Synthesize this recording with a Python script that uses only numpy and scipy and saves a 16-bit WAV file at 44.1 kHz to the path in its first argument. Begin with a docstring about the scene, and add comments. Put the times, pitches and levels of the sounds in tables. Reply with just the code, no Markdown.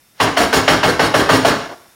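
"""Close to the stove in a small kitchen, one microphone. Ground meat sizzles faintly in a metal skillet.
From 0.2 s a hand masher strikes nine times, about six strikes a second. Each time the blades sink in,
knock the pan and squash the meat; the pan chatters on its grate, the stove top booms, the room answers.
Near 1.7 s the pan shifts a little on the grate and the sizzle is left. Whenever it gets quiet,
the recorder turns the bass and middle down."""
import sys
import numpy as np
from scipy import signal
from scipy.fft import rfft, irfft, next_fast_len
from scipy.io import wavfile
from scipy.ndimage import uniform_filter1d, map_coordinates

SR = 44100
rng = np.random.default_rng(int(sys.argv[2]) if len(sys.argv) > 2 else 0)


def waveform_to_disk(signal):
    """Save audio, clipped to [-1, 1], as 16-bit WAV at the path in sys.argv[1]."""
    frames = np.transpose(np.atleast_2d(signal))
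    scaled = np.clip(frames, -1, 1) * 32767
    samples = np.round(scaled).astype(np.int16)
    wavfile.write(sys.argv[1], SR, samples)


N = 85995
T = np.arange(int(.8 * SR)) / SR  # seconds within one event

# The masher's blows. Each row: start in seconds, knock gain in dB, treble shelf in dB, pitch of the
# struck spot in Hz, squelch gain in dB, squelch hold in seconds, chatter delay in seconds,
# chatter gain in dB, boom gain in dB.
BLOWS = [(0.2, 0.5, -1, 1060, 1.5, 0.036, 0.041, -1.5, -0.5),
         (0.367, -1, 0.5, 690, 2.5, 0.067, 0.034, 0.5, -11.5),
         (0.526, 1.5, -7.5, 1535, 5, 0.05, 0.033, -0.5, 1), (0.677, 2, 4.5, 580, 0.5, 0.06, .040, 0.5, 2),
         (0.83, 1, -2, 825, -0.5, 0.071, 0.039, 0, 2), (0.992, 1, -2, 550, -1, 0.069, .032, -0.5, -0.5),
         (1.139, 2.5, -5.5, 1108, 2.5, 0.058, .045, 0, 0),
         (1.290, 2, -2.5, 1190, 2.5, 0.073, 0.037, 1.5, 2), (1.447, 1.5, -5.5, 667, 4, 0.038, 0.032, 1, -1)]
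# Modes of the skillet on its grate and of the stove top. Each row: frequency in Hz, relative level in dB.
PAN_MODES = [(267, 7.5), (310, 4.5), (401, 6), (447, 6.5), (555, -6.5), (620, 0), (707, 6.5), (845, -2.5),
             (923, -14), (1098, 0), (1130, 2), (1238, -17), (1320, -31.5), (1577, 3.5)]
STOVE_MODES = [(50, -28.5), (65, -19), (106, -10.5), (114, -11), (148, -10), (163, -11), (185, -13.5)]
# Short-lived resonances of the steel that colour every contact, and thin whistles in the sizzle.
# Each row: centre in Hz, width in Hz, lift in dB.
STEEL_PEAKS = [(1745, 150, 2), (2175, 60, 6), (2860, 200, 4), (3200, 80, 5), (3980, 55, 7), (4410, 90, 9),
               (4920, 80, 5), (5140, 110, 6), (5590, 170, 9), (6820, 220, 9), (8600, 220, 7),
               (10460, 90, 8), (11110, 75, 10), (11890, 140, 6)]
WHISTLE_PEAKS = [(3600, 71, 16), (5340, 180, 6)]
# Each source's noise colour at the microphone. 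Each row: frequency in Hz, relative level in dB.
KNOCK_SPECTRUM = [(25, -55), (90, -40), (350, -18), (580, 1.5), (1100, -2), (1700, -1.5), (2350, -10.5),
                  (3100, -9), (5500, -21.5), (8000, -36), (16000, -54)]
SQUELCH_SPECTRUM = [(500, -20), (2500, 5.5), (5000, 2), (6800, -1.5), (7700, -4), (10000, -2.5),
                    (12500, -10.5), (16000, -8)]
CHATTER_SPECTRUM = [(25, -32.5), (60, -2), (150, -10), (280, 3.5), (700, -2.5), (1600, -4.5), (2400, -15.5),
                    (4500, -19), (8000, -32.5), (16000, -68)]
SCRAPE_SPECTRUM = [(60, -18), (220, -14), (330, 1), (410, 6), (530, -2), (700, 5), (1200, -4), (1900, -15),
                   (3000, -36), (16000, -56)]
SIZZLE_SPECTRUM = [(25, -5.5), (130, 6), (350, -1.5), (1000, -4), (2200, -3), (3700, -10.5), (5500, -10.5),
                   (7500, -16), (10500, -13), (16000, -18.5)]
# The stirred meat fries a little harder. 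Each row: time in seconds, level in dB.
SIZZLE_LEVELS = [(.1, -49), (1.849, -46)]
# The kitchen's reverberation. Each row: frequency in Hz, time to fall 60 dB in seconds.
KITCHEN_DECAY = [(100, 0.58), (400, 0.61), (1300, 0.81), (3000, 0.69), (6000, 0.71), (15000, 0.41)]

CONTACT_RISE_S, PAN_RISE_S, PAN_T60_S = 0.0028, 0.0017, 0.31


def knock(treble_db, spot_hz):
    """The blades reach the pan: a steely clack pitched by where they land, with the pan ringing on."""
    peaks = list(STEEL_PEAKS) + [(spot_hz, 70, 10)]  # the spot: 70 Hz wide, lifted 10 dB
    clack = noise(KNOCK_SPECTRUM, peaks, treble_db) * fade(CONTACT_RISE_S, t60_s=0.18)
    pan = ring(PAN_MODES, swell_cycles=3.1) * fade(CONTACT_RISE_S, PAN_T60_S)
    return amp(-6.5) * clack + amp(-14.5) * pan


def sink_in(length_s):
    """A soft squish that grows as the blades sink through the meat towards the pan."""
    level_db = -38 + 26.5 * np.minimum(T / length_s - 1, 0)
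    return noise(KNOCK_SPECTRUM, STEEL_PEAKS, treble_db=10) * amp(level_db) * (T < length_s)


def squelch(hold_s):
    """Wet meat crackles and spits while the blades press through it."""
    crackle = grainy(SQUELCH_SPECTRUM, grains_per_s=700)
    return amp(-24.5) * crackle * fade(rise_s=0.003, t60_s=0.13, hold_s=hold_s)


def chatter(gap_s=0.013, loss_db=2):
    """The pan rocks on the grate in three dull, weakening contacts that ring it again."""
    out = amp(-19.5) * ring(PAN_MODES) * fade(PAN_RISE_S, PAN_T60_S)
    for k in range(3):
        contact = noise(CHATTER_SPECTRUM, STEEL_PEAKS) * fade(CONTACT_RISE_S, t60_s=0.24)
        start_s = gap_s * (k + rng.uniform(-.25, .25))
        add(out, start_s, amp(-12.5 - loss_db * k) * contact)
    return out


def stove_boom(swell_s=0.032):
    """Under the pan, the stove top swings up with the push and dies away."""
    swell = np.minimum(T / swell_s, 1)
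    return amp(-21.5) * ring(STOVE_MODES) * swell * fade(PAN_RISE_S, t60_s=0.43, hold_s=swell_s)


def pan_scrape():
    """The pan slides briefly over the grate and stops."""
    friction = grainy(SCRAPE_SPECTRUM, grains_per_s=305)
    return amp(-31.5) * friction * fade(rise_s=0.018, t60_s=0.045, hold_s=0.046)


def near_walls(x, echoes=6, spread_s=0.01):
    """Tiles and cupboards beside the stove send a few quick copies to the microphone."""
    out, gain = x.copy(), amp(-2.5)
    for when, polarity in rng.random((echoes, 2)):
        echo = np.sign(polarity - .5) * gain / np.sqrt(echoes) * x
        add(out, spread_s * (.15 + when), echo)
    return out / np.sqrt(1 + gain ** 2)


def kitchen(x, delay_s=0.006):
    """The direct sound, then the answer of the room behind it, whose top treble dies first."""
    hz, t, bands = signal.stft(rng.standard_normal(len(T)), SR, nperseg=256)
    decay = amp(-60 * t / along(KITCHEN_DECAY, hz)[:, None])
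    tail = signal.istft(bands * decay, SR, nperseg=256)[1]
    reverb = signal.fftconvolve(x, tail / np.linalg.norm(tail))
    out = x.copy()
    add(out, delay_s, amp(-6.5) * reverb)
    return out


def sizzle():
    """Faint frying and room air, behind everything else."""
    level_db = np.interp(np.arange(N) / SR, *np.transpose(SIZZLE_LEVELS))
    return noise(SIZZLE_SPECTRUM, WHISTLE_PEAKS, size=N) * amp(level_db)


def ring(modes, swell_cycles=1, scatter_db=0.5, detune=0.007):
    """Metal modes, weighted and slightly detuned anew by each contact; low ones build up slowest."""
    hz, db = np.transpose(modes)
    gain = amp(db + scatter_db * rng.standard_normal(len(hz)))
    detuned_hz = hz * (1 + detune * rng.standard_normal(len(hz)))
    cycles = detuned_hz[:, None] * T
    waves = np.sin(2 * np.pi * (cycles + rng.random((len(hz), 1))))
    swell = 1 - np.exp(-cycles / swell_cycles)
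    return np.sqrt(2) * gain @ (waves * swell) / np.linalg.norm(gain)


def grainy(spectrum, grains_per_s, scatter_db=1.5):
    """Noise broken into tiny bursts of random size, coloured by the steel."""
    sizes_db = scatter_db * map_coordinates(rng.standard_normal(len(T)), [T * grains_per_s], order=1)
    sizes = amp(sizes_db)
    return sizes / np.sqrt(np.mean(sizes ** 2)) * noise(spectrum, STEEL_PEAKS)


def noise(spectrum, peaks, treble_db=0, shelf_hz=2250, size=len(T)):
    """Coloured noise with resonant peaks, at rms 1 ahead of its treble shelf."""
    hz = np.fft.rfftfreq(size, 1 / SR)
    lift_db = sum(db / (1 + (2 * (hz - centre) / width) ** 2) for centre, width, db in peaks)
    coloured = rfft(rng.standard_normal(size)) * amp(along(spectrum, hz) + lift_db)
    shelf = amp(treble_db * hz ** 2 / (hz ** 2 + shelf_hz ** 2))
    return irfft(coloured * shelf, size) / np.std(irfft(coloured, size))


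def fade(rise_s, t60_s, hold_s=0):
    """Attack, hold and exponential release."""
    return (1 - np.exp(-T / rise_s)) * amp(-60 * np.maximum(T - hold_s, 0) / t60_s)


def along(points, hz):
    """Interpolate (Hz, value) points on a log frequency axis."""
    point_hz, values = np.transpose(points)
    return np.interp(np.log(hz + 1), np.log(point_hz + 1), values)


def amp(db):
    """Decibels to gain."""
    return 10 ** (np.asarray(db) / 20)


def add(out, start_s, x):
    """Mix x into out from start_s on."""
    part = out[max(round(start_s * SR), 0):][:len(x)]
    part += x[:len(part)]


def noise_gate(x, threshold_db=-30.5, knee_db=3.5, depth_db=8, window_s=0.011, top_hz=5500):
    """The recorder's noise suppression turns bass and middle down whenever the sound is quiet."""
    power = np.abs(uniform_filter1d(x ** 2, round(window_s * SR)))
    level_db = 10 * np.log10(power + 1e-12)
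    closed = np.clip((threshold_db - level_db) / knee_db, 0, 1)
    low = signal.sosfiltfilt(signal.butter(2, top_hz, fs=SR, output="sos"), x)
    return x + low * (amp(-depth_db * closed) - 1)


def scene(sink_s=0.059):
    """What reaches the microphone: the blows and the settling pan in the kitchen, over the sizzle."""
    out = sizzle()
    for start_s, knock_db, treble_db, spot_hz, squelch_db, hold_s, delay_s, chatter_db, boom_db in BLOWS:
        blow = amp(knock_db) * knock(treble_db, spot_hz)
        blow += amp(squelch_db) * near_walls(squelch(hold_s))
        add(blow, delay_s, amp(chatter_db) * chatter())
        add(out, start_s - sink_s, sink_in(sink_s))
        add(out, start_s, kitchen(blow) + amp(boom_db) * stove_boom())
    add(out, 1.4, amp(-5.5) * stove_boom())  # the stove top springs back
    add(out, 1.697, kitchen(pan_scrape()))
    return out[None]


def record(dry):
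    """The recorder turns quiet moments down, rounds off the highest peaks and cuts the top treble."""
    ceiling, top_hz = 0.97, 15850
    gated = noise_gate(dry)
    rounded = gated / (1 + np.abs(gated / ceiling) ** 6) ** (1 / 6)
    size = next_fast_len(N + SR // 2)
    in_band = np.fft.rfftfreq(size, 1 / SR) < top_hz
    return irfft(rfft(rounded, size) * in_band, size)[..., :N]


dry = scene()
out = record(dry)
waveform_to_disk(out)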